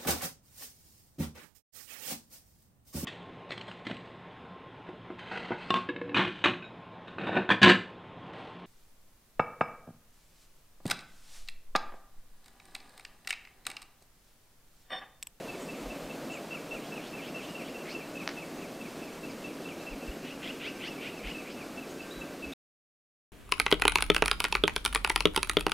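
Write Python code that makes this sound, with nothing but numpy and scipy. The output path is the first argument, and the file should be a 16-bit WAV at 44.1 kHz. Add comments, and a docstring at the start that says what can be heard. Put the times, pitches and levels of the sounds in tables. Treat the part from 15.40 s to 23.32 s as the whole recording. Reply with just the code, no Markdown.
"""A wader repeats a two-note call, which a bank throws back, over the broad rush of a wide river.
Whistled tones make the wader and the other small birds; shaped noise makes the river.
Wings whistle by twice as moving bands of noise and feather tones; a filtered click is a snap close by.
Slow swings are wind bumping the microphone, and narrow noise is the thin whine of the electronics.
The treble differs between the channels in brief patches, and the sound stops short."""
import sys
import numpy as np
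from scipy import signal
from scipy.fft import irfft
from scipy.io import wavfile
from scipy.ndimage import uniform_filter1d

SR = 44100
rng = np.random.default_rng(int(sys.argv[2]) if len(sys.argv) > 2 else 0)


def master_out(mix):
    """Clip the mix to full scale and print it as 16-bit PCM to the path in sys.argv[1]."""
    frames = np.transpose(np.atleast_2d(mix))
    ceiling = np.clip(frames, -1, 1)
    pcm = np.round(ceiling * 32767).astype(np.int16)
    wavfile.write(sys.argv[1], SR, pcm)


def nominal_scale(level):
    """Amplitude ratio for a level in decibels (scalar or array-like)."""
    x = np.asarray(level, float) / 20
    return 10 ** x


N = 349256
STOP_S = 7.136  # everything falls silent here


def evened(x):
    """Scales to rms 1."""
    return x / np.sqrt(np.mean(x ** 2) + 1e-20)


def read(points, hz):
    """Reads a spectrum on a log-frequency axis."""
    f, value = np.transpose(points)
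    return np.interp(np.log(hz + 1), np.log(f + 1), value)


def add(mix, s, sound):
    """Mixes a sound in at time s."""
    part = mix[round(s * SR):][:len(sound)]
    part += sound[:len(part)]


def resonate(x, hz, width_hz):
    """A resonance that can glide: shifts the curve hz down to zero, smooths, and shifts back."""
    turn = np.exp(2j * np.pi * np.cumsum(hz * np.ones(len(x))) / SR)
    r = np.exp(-np.pi * width_hz / SR)
    smooth = signal.lfilter([1 - r], [1, -r], x / turn)
    return 2 * (turn * smooth).real


def band(n, hz, width_hz):
    """Noise through the same resonance twice, at rms 1."""
    once = resonate(rng.standard_normal(n), hz, width_hz)
    return evened(resonate(once, hz, width_hz))


def whistle(hz, db, edge=0.48, waver=0.18):
    """A near sine whose strength wavers as the air on its path stirs; edge is the faded share."""
    stir = evened(uniform_filter1d(rng.standard_normal(len(hz)), size=250))
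    tone = np.sin(2 * np.pi * (np.cumsum(hz) / SR + rng.random()))
    fades = signal.windows.tukey(len(hz), np.clip(edge, 0, 1))
    return nominal_scale(db) * (1 + waver * stir) * tone * fades


def electronics_whine():
    """Narrow bands of noise close together make one thin, high whine."""
    # Each row: centre in Hz, width of each resonance in Hz, level in dB rms.
    whine_bands = [(11827, 3, -76.5), (11887, 12, -80.5), (11850, 90, -76)]
    return sum(nominal_scale(db) * band(N, hz, width) for hz, width, db in whine_bands)


def spread(per_s=7, spread_db=-62):
    """Now and then a patch of treble differs between the channels for a moment."""
    out, window = np.zeros(N), np.hanning(2048)
    for when, where in rng.random((round(per_s * STOP_S), 2)):
        hz = 4600 * 3.6 ** (where ** 2)
        patch = band(4096, hz, 0.085 * hz)[2048:] * window  # skips the build-up of the resonance
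        add(out, when * (STOP_S - .1), nominal_scale(spread_db - 8.5 * where) * patch)
    return out


def river(patchy_db=0.64, flicker_db=.5, rush_db=-42):
    """Random short-time spectra with drifting patches turn slowly in colour; hollow notes lie within."""
    # Each row: frequency in Hz, relative level in dB at first, relative level in dB at last.
    rush_colour = [(20, -17.5, -12), (70.3, -17, -21), (99, -29, -15.5), (154, -5.5, -10), (253, 0, 0.5),
                   (370, -3, -3), (658, -3.5, -8.5), (820, -12.5, -14), (950, -12.5, -16),
                   (1463, -16.5, -16.5), (1976, -18.5, -20.5), (2500, -18, -19), (3300, -22, -23.5),
                   (4500, -24, -24.5), (9170, -29, -30), (10100, -33, -33), (11800, -32, -32.5),
                   (15600, -36, -37)]
    # Hollow notes in the rush. Each row: centre in Hz, width of each resonance in Hz, level in dB rms.
    hollow_notes = [(279, 20, -56), (160, 25, -60), (1152, 12, -68.5)]
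    frames, hz = N // 256 + 5, np.fft.rfftfreq(1024, 1 / SR)
    a, b, patches = rng.standard_normal((frames, 513, 3)).T
    patches = uniform_filter1d(patches, size=12, axis=0)  # across frequency
    patches = evened(uniform_filter1d(patches, size=14, axis=1))  # across time
    flicker = evened(uniform_filter1d(rng.standard_normal(frames), size=8))
    first, last = (read(np.array(rush_colour)[:, [0, k]], hz)[:, None] for k in (1, 2))
    late = np.clip((np.arange(frames) * 256 / SR - .8) / 4.5, 0, 1)
    colour_db = first + late * (last - first)
    spectra = (a + 1j * b) * nominal_scale(colour_db + patchy_db * patches + flicker_db * flicker)
    noise = signal.istft(spectra, nperseg=1024, noverlap=768)[1][:N]
    hollows = sum(nominal_scale(db) * band(N, f, width) for f, width, db in hollow_notes)
    return nominal_scale(rush_db) * evened(noise) + hollows


def wind():
    """Each gust pushes the membrane through one or two slow swings."""
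    # Each row: centre in seconds, peak in dB, swing rate in Hz, reach to either side in seconds.
    wind_bumps = [(0.475, -41, 41.4, 0.14), (0.644, -48, 35, .1), (1.353, -53, 35, .1), (3.78, -56, 40, .1),
                  (4.532, -38, 34.4, 0.078), (4.696, -31.5, 48, 0.05), (5.871, -35.5, 45.3, 0.09),
                  (6.787, -44.5, 43.3, 0.098), (7.076, -45.5, 60, .1)]
    out = np.zeros(N)
    for s, db, hz, reach in wind_bumps:
        t = np.arange(-reach, reach, 1 / SR)
        swell = np.exp(-(4 * t / reach) ** 2)
        add(out, s - reach, -nominal_scale(db) * np.cos(2 * np.pi * hz * t) * swell)
    return out


def snap(scatter_db=-47, scatter_t60=0.18):
    """A click about a millisecond long, three reflections and a brief scatter, all in one colour."""
    # The snap, then its reflections. Each row: time in seconds, peak in dB.
    snap_hits = [(2.8767, -11.5), (2.8907, -21), (2.893, -24.5), (2.914, -30.5)]
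    # Colour of the click. Each row: frequency in Hz, relative level in dB.
    click_colour = [(250, -23), (750, -1.5), (1900, 1.5), (3500, -6), (5000, -4.5), (6300, -10.5),
                    (7200, -37.5), (9000, -55)]
    colour = nominal_scale(read(click_colour, np.fft.rfftfreq(512, 1 / SR)))
    click = np.roll(irfft(colour * np.exp(.5j)), shift=256)  # the turned phase makes it lopsided
    hits, t = np.zeros(N), np.arange(SR // 10) / SR
    scatter = nominal_scale(scatter_db - 60 * t / scatter_t60) * rng.standard_normal(len(t))
    add(hits, snap_hits[1][0], scatter)  # sets in with the first reflection
    for s, db in snap_hits:
        hits[round(s * SR)] += nominal_scale(db)
    return signal.oaconvolve(hits, click / click.max())[256:256 + N]


def wings(stroke=.13):
    """As the wing speeds up the rush of air climbs, feathers start to whistle and hiss breaks out late."""
    # Each row: time nine tenths through the stroke in seconds, air rush in dB, air rush near mid-stroke
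    # in Hz, feather whistle in dB at its strongest, hiss in dB.
    wing_beats = [(1.50, -54.5, 3000, -67, -60.5), (1.702, -52.5, 3180, -60.5, -58),
                  (1.901, -50, 3100, -51, -58), (2.092, -51.5, 3030, -60, -66), (2.31, -53, 2880, -52, -60),
                  (2.534, -48.5, 2300, -48, -48.5), (4.926, -47.5, 2760, -49, -62),
                  (5.109, -43, 2930, -41, -57), (5.292, -43, 2930, -38, -52.5),
                  (5.489, -43.5, 2900, -40, -50), (5.696, -43.5, 2750, -39, -58),
                  (5.918, -44, 2680, -41, -57), (6.14, -49, 2400, -54, -56)]
    out, u = np.zeros(N), np.linspace(0, 1, round(stroke * SR))
    hz = np.interp(u, [.2, .5, .68, .87, 1], [1700, 1950, 2300, 2880, 2820])  # feather pitch
    start = np.clip((u - .3) / 0.25, 0, 1)
    for s, rush_db, rush_hz, whistle_db, hiss_db in wing_beats:
        climb = rush_hz * (1 + 0.52 * (u - .48))
        core = band(len(u), climb, 740) + nominal_scale(-3.5) * band(len(u), .9 * climb, 1200)
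        rush = nominal_scale(rush_db) * evened(core) * np.exp(-((u - .49) / 0.29) ** 4)
        swell_db = whistle_db - 19 * abs(u - .87)
        feather = whistle(hz, swell_db, edge=0.204, waver=0.38)
        breath = nominal_scale(swell_db - 8.5) * band(len(u), hz, 250)
        lower_feather = nominal_scale(swell_db - 11) * band(len(u), .72 * hz, 149)
        feathers = start * (feather + breath + lower_feather) * signal.windows.tukey(len(u), .2)
        hiss = nominal_scale(hiss_db) * band(len(u), 2300 + 3200 * u, 1400) * np.exp(-((u - .74) / .22) ** 2)
        add(out, s - .9 * stroke, rush + feathers + hiss)
    return out


def sing(out, s, hz, db, edge):
    """One small bird's note, a wavering whistle from time s."""
    add(out, s, whistle(hz, db, edge=edge, waver=0.33))


def seeps(lead_s=.03, trail_s=.035, bend_hz=800, fade_db=-9):
    """Thin two-voiced calls that dip and rise, strongest at the dip."""
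    # Each row: time of the dip in seconds, upper voice in Hz and in dB, lower voice in Hz and in dB.
    seep_calls = [(.225, 8000, -55, 6740, -54), (.94, 7350, -54, 6570, -55.5)]
    out, t = np.zeros(N), np.arange(-lead_s, trail_s, 1 / SR)
    bend = np.where(t < 0, t / lead_s, t / trail_s) ** 2
    for s, upper_hz, upper_db, lower_hz, lower_db in seep_calls:
        for hz, db in [(upper_hz, upper_db), (lower_hz, lower_db)]:
            sing(out, s - lead_s, hz + bend_hz * bend, db + fade_db * bend, edge=.05)
    return out


def chips():
    """Short notes whose pitch runs in a straight line."""
    # Each row: start in seconds, length in seconds, first pitch in Hz, last pitch in Hz, level in dB.
    chip_notes = [(.26, .04, 8400, 8300, -63), (.36, .025, 7150, 7220, -60), (2.084, .03, 2820, 2870, -46),
                  (2.089, 0.025, 5000, 4950, -55), (3.893, .03, 5350, 4350, -55),
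                  (4.237, 0.013, 4260, 3000, -54), (4.282, .012, 3300, 2880, -51),
                  (4.39, .022, 3840, 3850, -57), (4.712, .015, 3000, 2730, -52),
                  (5.79, .02, 3960, 3910, -59), (6.49, .04, 6100, 7150, -56)]
    out = np.zeros(N)
    for s, length, from_hz, to_hz, db in chip_notes:
        sing(out, s, np.linspace(from_hz, to_hz, round(length * SR)), db, edge=.3)
    return out


def peeps(jump_hz=1150, jump_s=.006, sag_hz=110, fade_db=-14.5):
    """Notes that jump up to their pitch, then sag and fade."""
    # Each row: start in seconds, length in seconds, pitch aimed at in Hz, level in dB before the fade.
    peep_notes = [(6.702, .122, 3990, -42), (7.12, 0.13, 4000, -39.5)]
    out = np.zeros(N)
    for s, length, hz, db in peep_notes:
        t = np.arange(0, length, 1 / SR)
        pitch = hz - jump_hz * np.exp(-t / jump_s) - sag_hz * t / length
        sing(out, s, pitch, db + fade_db * np.sqrt(t / length), edge=.12)
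    return out


def wails(top_at=.68, fade_db=-5):
    """Long faint whistles from far off that rise and bend over."""
    # Each row: start in seconds, length in seconds, top pitch in Hz, level at the top in dB, rise in Hz.
    wail_notes = [(4.88, .6, 1564, -57, 110), (6.451, .51, 1582, -56, 65.1)]
    out = np.zeros(N)
    for s, length, hz, db, rise_hz in wail_notes:
        bend = (np.arange(0, length, 1 / SR) / length / top_at - 1) ** 2
        sing(out, s, hz - rise_hz * bend, db + fade_db * bend, edge=0.32)
    return out


def small_birds():
    """Four kinds of note, each with its own shape of pitch and level."""
    return seeps() + chips() + peeps() + wails()


def level_note(hz, db, length=0.04, sag_hz=45):
    """The wader's first note swells softly and sags only a little, from sag_hz above to sag_hz below."""
    return whistle(hz + np.linspace(sag_hz, -sag_hz, round(length * SR)), db, edge=0.64, waver=0.38)


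def waders(slide=0.057, under_db=-11, top_hz=3000, foot_hz=2126, fall_bend=1.2, echo_fall_db=-4.5):
    """A level note, then one sliding down with a weak octave below; a bank returns a fainter copy."""
    # Each row: time in seconds 4 ms after the level note sets in, its level in dB, delay of the falling
    # note in seconds, level of that note in dB near its top, level in dB near its foot.
    wader_calls = [(0.079, -38, .032, -57, -50), (0.282, -44, .029, -53, -57),
                   (0.498, -43.5, .02, -56, -54.5), (0.694, -43.5, 0.034, -50, -57.5),
                   (0.898, -41, .032, -41, -46), (1.106, -35, 0.029, -38.5, -46),
                   (1.309, -36.5, 0.027, -41, -48), (1.517, -38, 0.036, -44.5, -45),
                   (1.728, -42.5, 0.029, -48.5, -43.5), (1.945, -37, 0.029, -45, -48),
                   (2.146, -40.5, .028, -49, -48.5), (2.344, -39.5, 0.04, -49.5, -54),
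                   (2.543, -38.5, 0.037, -50, -48.5), (2.751, -40, .03, -44, -44),
                   (2.965, -41, 0.024, -50, -44), (3.183, -53, 0.025, -51, -47),
                   (3.401, -45, 0.024, -64, -45), (3.618, -47.5, .03, -60.5, -47.5),
                   (3.828, -46.5, 0.032, -53, -51), (4.039, -42, .028, -51.5, -54),
                   (4.25, -40.5, 0.031, -46, -46.5), (4.465, -39, .033, -48, -50),
                   (4.674, -45, .033, -54.5, -59), (4.894, -46, .024, -69, -70),
                   (5.085, -49, 0.023, -62.5, -52), (5.285, -45, 0.035, -65, -47.5),
                   (5.506, -46, 0.04, -51, -48), (5.723, -49, 0.036, -50, -49.5),
                   (5.943, -41, .026, -49, -48.5), (6.162, -47, 0.023, -47, -49.5),
                   (6.372, -42, 0.035, -48, -51), (6.593, -41.5, .028, -52, -58),
                   (6.81, -41, 0.036, -62, -57), (7.025, -38, .036, -52, -51.5)]
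    # Pitch of the level note. Each row: time in seconds, pitch in Hz.
    call_pitch = [(0.1, 2646), (0.5, 2650), (1.2, 2690), (1.55, 2634), (2.15, 2710), (2.5, 2694),
                  (2.75, 2610), (3.2, 2640), (4.1, 2660), (4.6, 2660), (5.0, 2700), (5.3, 2640),
                  (6.1, 2615), (6.4, 2653), (7.0, 2618)]
    # Return from the bank as the bird moves. Each row: time in seconds, delay in seconds,
    # level in dB relative to the call.
    bank_echo = [(0.7, 0.086, -22), (1.1, 0.083, -24.5), (1.4, 0.071, -17.5), (1.75, 0.083, -9),
                 (2.0, .074, -11.5), (2.35, 0.055, -8), (2.55, 0.075, -9), (2.75, .09, -10.5),
                 (3.0, .077, -16.5), (3.3, 0.068, -5), (3.7, 0.071, -17), (4.05, 0.14, -22), (4.3, .15, -7),
                 (4.5, .146, -9.5), (4.8, .14, -22.5), (5.5, 0.043, -19), (5.75, 0.039, -5),
                 (6.3, .04, -18), (6.85, .04, -10.5)]
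    out, u = np.zeros(N), np.linspace(0, 1, round(slide * SR))
    fall_hz = foot_hz + (top_hz - foot_hz) * (1 - u) ** fall_bend
    at, lag, loss_db = np.transpose(bank_echo)
    for s, db, delay, top_db, foot_db in wader_calls:
        hz = np.interp(s, *np.transpose(call_pitch))
        fall_db = np.interp(u, [.25, .75], [top_db, foot_db])
        echo_s, echo_db = np.interp(s, at, lag), np.interp(s, at, loss_db)
        # the call itself, then its echo, whose falling note is weakened further
        for late, note_db, slide_db in [(0, 0, 0), (echo_s, echo_db, echo_db + echo_fall_db)]:
            add(out, s + late - .004, level_note(hz, db + note_db))
            fall = whistle(fall_hz, fall_db + slide_db, edge=0.46, waver=0.4)
            octave_below = whistle(fall_hz / 2, fall_db + slide_db + under_db)
            add(out, s + late + delay, fall + octave_below)
    return out


def banks(x, t60=0.33, tail_db=-9.0):
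    """A thin scatter from the banks and trees draws each note out."""
    t = np.arange(SR // 2) / SR
    tail = rng.standard_normal(len(t)) * nominal_scale(-60 * t / t60) * (t > .012)
    taps = nominal_scale(tail_db) * tail / np.linalg.norm(tail)
    taps[0] = 1  # the direct sound
    return signal.fftconvolve(x, taps)[:N]


def scene():
    """One microphone feeds both channels."""
    mono = river() + wind() + snap() + banks(wings() + small_birds() + waders())
    return np.array([mono, mono])


def band_limit(x):
    """A steep low-pass at the top of the band."""
    return signal.sosfilt(signal.butter(12, 16850, fs=SR, output="sos"), x)


def record(dry, edge_hz=15650):
    """Adds the whine and the channel differences, stops the sound short and limits the band."""
    apart = spread()
    sound = dry + electronics_whine() + np.array([apart, -apart])
    running = np.clip((STOP_S - np.arange(N) / SR) / 0.00059, 0, 1)  # closes within a millisecond
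    limit = signal.firwin(511, edge_hz, window=("kaiser", 9), fs=SR)
    mix = signal.oaconvolve(sound * running, limit[None], "same")
    return band_limit(mix)


dry = scene()
out = record(dry)
master_out(out)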